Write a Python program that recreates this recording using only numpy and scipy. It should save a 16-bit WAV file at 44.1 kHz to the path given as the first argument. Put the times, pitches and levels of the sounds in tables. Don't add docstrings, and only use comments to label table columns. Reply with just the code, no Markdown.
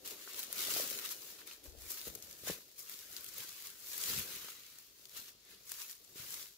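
import sys
import numpy as np
from scipy import signal
from scipy.fft import rfft, irfft, next_fast_len
from scipy.io import wavfile
from scipy.ndimage import uniform_filter1d, map_coordinates

SR = 44100
rng = np.random.default_rng(int(sys.argv[2]) if len(sys.argv) > 2 else 0)


def boost_factor(decibels):
    exponent = np.asarray(decibels, float) / 20
    return 10 ** exponent


def dump(signal):
    limited = np.clip(np.atleast_2d(signal).T, -1, 1)
    pcm = np.round(limited * 32767).astype(np.int16)
    wavfile.write(sys.argv[1], SR, pcm)


N = 289737
TOP_HZ = 15700


def unit(x):
    return x / np.sqrt(np.mean(x ** 2) + 1e-20)


def along(points, hz):
    f, value = np.transpose(points)
    return np.interp(np.log(hz + 1), np.log(f + 1), value)


def wobble(rate):
    return map_coordinates(rng.standard_normal(N // 50), [np.arange(N) * rate / SR])


def filtered(x, response):
    m = next_fast_len(N + SR // 4)
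    hz = np.fft.rfftfreq(m, 1 / SR)
    return irfft(rfft(x, m) * response(hz), m)[..., :N]


# f/Hz, left-right likeness (1 = the same)
ALIKE = [(60, 0.75), (200, 0.87), (400, 0.74), (800, 0.43), (1500, 0.28), (3000, 0.077), (5000, 0.011)]


def at_ports(pair, spectrum):
    def mid_side(hz):
        turn = np.arccos(np.clip(along(ALIKE, hz), -1, 1)) / 2
        return boost_factor(along(spectrum, hz)) * [np.cos(turn), np.sin(turn)]

    mid, side = filtered(pair, mid_side)
    return unit(np.array([mid + side, mid - side]))


def swells(times, levels_db, rises, falls):
    crest_s, shortest_s, step_s = 0.0026, 0.012, 0.001
    t = np.arange(0, N / SR + 2 * step_s, step_s)[:, None] - times
    away = np.hypot(t, crest_s) - crest_s
    slope_s = np.maximum(np.where(t < 0, rises, falls), shortest_s)
    power = boost_factor(2 * (levels_db - 20 * away / slope_s)).sum(1)
    return np.interp(np.arange(N) / SR, np.arange(len(power)) * step_s, power)


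def breaks(per_s, spread_db, life_ms, clump_db):
    chance, size = rng.random(N), rng.exponential(size=N)
    strength_db = spread_db * np.minimum(size, 4) + clump_db * wobble(25)
    kicks = (chance < per_s / SR) * boost_factor(strength_db) ** 2
    keep = np.exp(-1000 / (life_ms * SR))
    return unit(np.sqrt(signal.lfilter([1], [1, -keep], kicks)))


def crackle(spectrum, fractures, hiss, patchy_db):
    z = signal.stft(rng.standard_normal((2, N)), nperseg=1024)[2]
    field = rng.standard_normal(z.shape[1:])
    field = uniform_filter1d(field, size=4, axis=0)
    field = uniform_filter1d(field, size=3, axis=1)
    noise = signal.istft(z * boost_factor(patchy_db * unit(field)), nperseg=1024)[1][:, :N]
    return at_ports(np.sqrt(hiss ** 2 + fractures ** 2) * noise, spectrum)


# f/Hz, relative level/dB per Hz
FOREST = [(24, -50), (40, 15.5), (236, 3), (400, -4), (766, -20), (4410, 13.5), (7280, 6), (8670, -10),
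          (15800, -8)]


def forest():
    hush = at_ports(rng.standard_normal((2, N)), FOREST)
    return boost_factor(-68.5 + 0.85 * wobble(3.1)) * hush


# t/s at peak, leaf level/dB, rise over 20 dB/s, fall over 20 dB/s,
# stems over leaves level/dB; a rise or fall below the shortest allowed, even negative, means abrupt
RUSTLES = [(0.054, -46, -0.3, 0.222, -4.5), (0.113, -46.5, -0.04, 0.03, -8), (0.227, -53.5, 0.4, 0.3, -4.5),
           (0.292, -50.7, 0.059, 0.43, -2.5), (0.4, -42.0, 0.1, 0.02, -6), (0.434, -46, 0.1, 0.083, -5),
           (0.602, -39.5, 0.14, 0.549, -4), (0.707, -36.0, 0, 0.098, -7), (0.784, -35, 0.18, 0.2164, -7.5),
           (0.937, -47, 0.2, 0.12, -7.5), (0.993, -48.3, 0.243, 0.03, -5.1), (1.054, -44, 0.103, 0.06, -2),
           (1.12, -42.5, 0.12, 0.039, -7), (1.304, -50.1, 1.2, 0.178, -7), (1.39, -57.5, -0.2, 0.2, 0.5),
           (1.476, -51, -0.02, 0.18, -3), (1.516, -53, -0.03, 0.08, -1.5), (1.645, -53, 0.014, 0.132, -7.5),
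           (1.835, -51.5, 0.118, 1.17, -7), (1.909, -43, 0.05, 0.199, -11.5), (1.976, -48.5, 0, 0.14, -4.5),
           (2.077, -45.5, 0.07, 0.057, -6.4), (2.231, -52.5, -0.26, 0.08, -11.5),
           (2.311, -54, 0.12, 0.27, -6.5), (2.389, -54, -0.17, 0.5, -10.5), (2.482, -39, 0.051, 0.099, -4),
           (2.531, -46.2, 0.04, 0.04, -3.5), (2.793, -48.6, 0.022, 0.122, -11.7),
           (2.916, -49, 0.12, 0.18, -7), (3.01, -51.5, 0.32, 0.17, -6.5), (3.141, -50, 0.14, 0.74, -6),
           (3.29, -50.5, 0.1, -0.5, -11.5), (3.382, -46.5, 0.06, 0.262, -5.5),
           (3.438, -48, 0.2, 0.03, -4.5), (3.598, -51, 0.67, 0.13, -5), (3.651, -49, 0.08, 0.22, -6),
           (3.885, -45, 0.13, 0.54, -10.5), (4.023, -40, 0.172, 0.5665, -8),
           (4.099, -37.5, 0.073, 0.11, -4.5), (4.2, -41.5, 0.29, 0.105, -3.5),
           (4.311, -49.5, 0.1, 0.62, -2), (4.5, -53, 1, 0.11, -2.5), (4.791, -58, 0.2, 0.3, -10),
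           (4.995, -60, 0.1, 0.7, -8.5), (5.178, -44.5, 0.07, 0.11, -5.3), (5.287, -54, 0.1, 0.061, -4.5),
           (5.513, -57.5, 0.17, 0.18, -1.2), (5.721, -48, 0.112, 0.22, -7.9),
           (5.818, -46.5, 0.142, 0.112, -6), (5.909, -49.5, 0.14, 0.09, -8.5), (6.162, -52, 0, 0.16, -5),
           (6.198, -48.4, 0.03, 0.18, -3.5), (6.321, -46.1, 0.11, 0.26, -7.5),
           (6.418, -46.4, 0.44, 0.1, -8)]


def rustle_powers():
    s, leaf_db, rise, fall, stem_db = np.transpose(RUSTLES)
    return swells(s, leaf_db, rise, fall), swells(s, leaf_db + stem_db, rise, fall)


# f/Hz, relative level/dB per Hz
LEAF = [(2500, -21.5), (4500, -2.5), (7000, 1), (8700, -5.5), (11000, -0.5), (14700, 1.5), (17000, -5)]
# f/Hz, relative level/dB per Hz
STEM = [(500, -54), (900, -10.5), (1250, -4), (1700, -4), (2600, -2.5), (4000, -0.5), (8000, -15.5)]


def litter():
    crush, scrape = rustle_powers()
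    brittle = breaks(per_s=1100, spread_db=3.0, life_ms=2.0, clump_db=1.5)
    leaves = crackle(LEAF, brittle, hiss=1.24, patchy_db=2.0)
    stems = crackle(STEM, brittle, hiss=1.3, patchy_db=2.5)
    return np.sqrt(crush) * leaves + np.sqrt(scrape) * stems


# t/s at peak, rubber creasing level/dB, weight on soil level/dB,
# rise over 20 dB/s, fall over 20 dB/s; a rise or fall below the shortest allowed means abrupt
FOOTFALLS = [(0.124, -57, -71, 0.3, 0.24), (0.347, -61, -87, 0.2, 0.6), (0.601, -56, -71, 0.26, 0),
             (0.757, -50.5, -66.5, 0.32, 0.29), (0.91, -58.5, -74.5, 0.2, 0.94),
             (1.425, -66, -73.5, 0.4, 0.2), (1.66, -62.5, -75, 0.13, 1.5), (2.084, -61, -65.5, 0.1, 0.8),
             (2.496, -52, -53.5, 0.06, 0.1059), (3.09, -68, -73, 0.5, 2.5), (3.403, -63.5, -61, 0.08, 0.06),
             (4.096, -54.5, -58.5, 0.14, 0.5), (4.191, -65, -50, 0.2, 0.06), (5.22, -70, -75.5, 0.7, 0.37),
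             (5.529, -70.5, -72, 0.3, 0.44), (6.212, -65, -67.5, 0.33, 0.53)]
# f/Hz, relative level/dB per Hz
SOLE = [(120, -19), (230, -5.5), (400, 1), (550, -3.5), (780, -10.5), (1200, -21.5)]
# f/Hz, relative level/dB per Hz
SOIL = [(25, -40), (55, 1), (110, 1.5), (200, 0), (350, -21)]


def boots():
    drag_sole_db, drag_soil_db = -24, -33.5
    crush, _ = rustle_powers()
    s, sole_db, soil_db, rise, fall = np.transpose(FOOTFALLS)
    crease = swells(s, sole_db, rise, fall) + boost_factor(2 * drag_sole_db) * crush
    thud = swells(s, soil_db, rise, fall) + boost_factor(2 * drag_soil_db) * crush
    creases = breaks(per_s=120, spread_db=3.5, life_ms=2.0, clump_db=-3.0)
    sole = crackle(SOLE, creases, hiss=1.6, patchy_db=1.5)
    soil = crackle(SOIL, creases, hiss=1.44, patchy_db=2.5)
    return np.sqrt(crease) * sole + np.sqrt(thud) * soil


def bursts(rows, lean_db):
    out, t_ms = np.zeros((2, N + SR)), np.arange(2048) * 1000 / SR
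    f = np.fft.rfftfreq(len(t_ms), 1 / SR)
    echo = boost_factor(-18 - 1.3 * t_ms)
    shape = (1 - np.exp(-t_ms / 0.25)) * (np.exp(-t_ms / 1.1) + echo)
    band = (f < TOP_HZ) * f ** 2 / (f ** 2 + 1800 ** 2)
    sides = boost_factor(lean_db / 2 * np.array([[1], [-1]]))
    for s, db, hz in rows:
        colour = 0.65 + np.exp(-(np.log((f + 1) / hz) / 0.34) ** 2)
        noise = rfft(rng.standard_normal((2, len(t_ms))))
        burst = shape * irfft(noise * colour * band) * sides
        burst = burst * 3.5 / np.linalg.norm(burst.mean(0))
        out[:, round(s * SR):][:, :len(t_ms)] += boost_factor(db) * burst
    return out[:, :N]


def ticks():
    per_s, least_db, spread_db = 45, 4, 8.5
    draw = rng.random((int(per_s * N / SR), 3))
    s = draw[:, 0] * (N - 1) / SR
    crush, _ = rustle_powers()
    rustle_db = 10 * np.log10(crush[(s * SR).astype(int)])
    level_db = rustle_db + least_db + spread_db * draw[:, 1] ** 2
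    hz = 2500 * 6 ** draw[:, 2]
    return bursts(np.transpose([s, level_db, hz]), lean_db=0)


def rings(rows, cycles):
    out, t = np.zeros(N + SR), np.arange(4096) / SR
    for s, db, hz in rows:
        ring = np.sin(2 * np.pi * hz * t) * np.exp(-t * hz / cycles)
        out[round(s * SR):][:len(t)] += boost_factor(db) * ring
    return filtered(out[:N], lambda hz: 1j * hz / (130 + 1j * hz))


# t/s, level/dB before the ring fades, ring f/Hz
POPS = [(0.2759, -38.5, 1480), (0.684, -40, 600), (0.7985, -34, 566), (0.915, -42, 560), (1.416, -46, 1700),
        (1.5126, -38, 2720), (2.8965, -45, 2220), (4.4855, -41.5, 1300), (5.7179, -42, 1620)]


def pops():
    return rings(POPS, cycles=2.15)


# t/s, about the peak level/dB, centre f/Hz
SNAPS = [(0.3922, -29, 15000), (0.4363, -32, 14400), (0.5276, -25.5, 10000), (0.9009, -30, 13000),
         (1.0502, -33, 12000), (1.1234, -36, 13000), (1.4695, -44, 7000), (1.4736, -41, 11000),
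         (1.534, -43, 5500), (1.6402, -47, 9000), (1.9041, -32, 14300), (1.9172, -32, 14300),
         (2.079, -34, 13000), (2.151, -32.5, 13500), (2.1545, -38, 5500), (2.2249, -39, 6500),
         (2.7807, -44, 9000), (2.792, -38, 14700), (2.805, -40, 5500), (2.896, -34, 14100),
         (3.1654, -31, 5000), (3.2439, -34.5, 12800), (3.3816, -33, 13100), (3.4917, -37, 5100),
         (3.9791, -28.5, 12000), (4.0135, -31, 9500), (4.1775, -32, 9300), (4.7858, -41, 10000),
         (5.0547, -41, 4400), (5.0945, -44, 5000), (5.1675, -39, 5000), (5.6929, -40, 7000),
         (5.699, -42, 11000), (5.7171, -31, 12000), (5.7184, -33, 7400), (6.0469, -47, 7200)]


def snaps():
    return bursts(SNAPS, lean_db=4)


# t/s, level/dB before the ring fades, ring f/Hz
KNOCKS = [(0.7645, -31.5, 610), (2.0789, -41.5, 553), (2.4736, -33, 620), (2.4991, -25, 466),
          (2.504, -33, 180), (4.177, -36, 139), (6.158, -47.5, 318), (6.198, -43.5, 128)]


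def knocks():
    return rings(KNOCKS, cycles=0.81)


# t/s at centre, peak level/dB, f/Hz
BUFFET = [(1.691, -43.5, 56), (1.732, -49, 62), (1.779, -46, 56), (1.826, -50, 54), (1.868, -57, 70),
          (2.096, -50.5, 66.3)]


def wind():
    t = np.arange(N) / SR
    eddies = np.zeros(N)
    for s, db, hz in BUFFET:
        swing = np.cos(2 * np.pi * hz * (t - s) + rng.uniform(-1.0, 1))
        eddies += boost_factor(db) * np.exp(-((t - s) / 0.013) ** 2) * swing
    rumble = unit(filtered(rng.standard_normal(N), lambda hz: np.exp(-((hz - 65) / 40) ** 2)))
    puff = np.exp(-((t - 1.77) / 0.12) ** 4) * rumble
    return (eddies + boost_factor(-61) * puff) * boost_factor([[0], [-17]])


# f/Hz, left over right level/dB
LEAN = [(60, 1.5), (180, 3.5), (550, 6), (1650, 0), (4970, 2), (15000, 4)]


def port_balance(x):
    return filtered(x, lambda hz: boost_factor(along(LEAN, hz) / 2 * [[1], [-1]]))


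def scene():
    walker = litter() + boots() + ticks() + pops() + snaps() + knocks()
    return port_balance(forest() + walker) + wind()


def band_limit(x):
    return signal.sosfilt(signal.butter(12, 16830, fs=SR, output="sos"), x)


def record(dry):
    limited = filtered(dry, lambda hz: np.where(hz < TOP_HZ, 1, boost_factor(-47)))
    return band_limit(limited)


dry = scene()
out = record(dry)
dump(out)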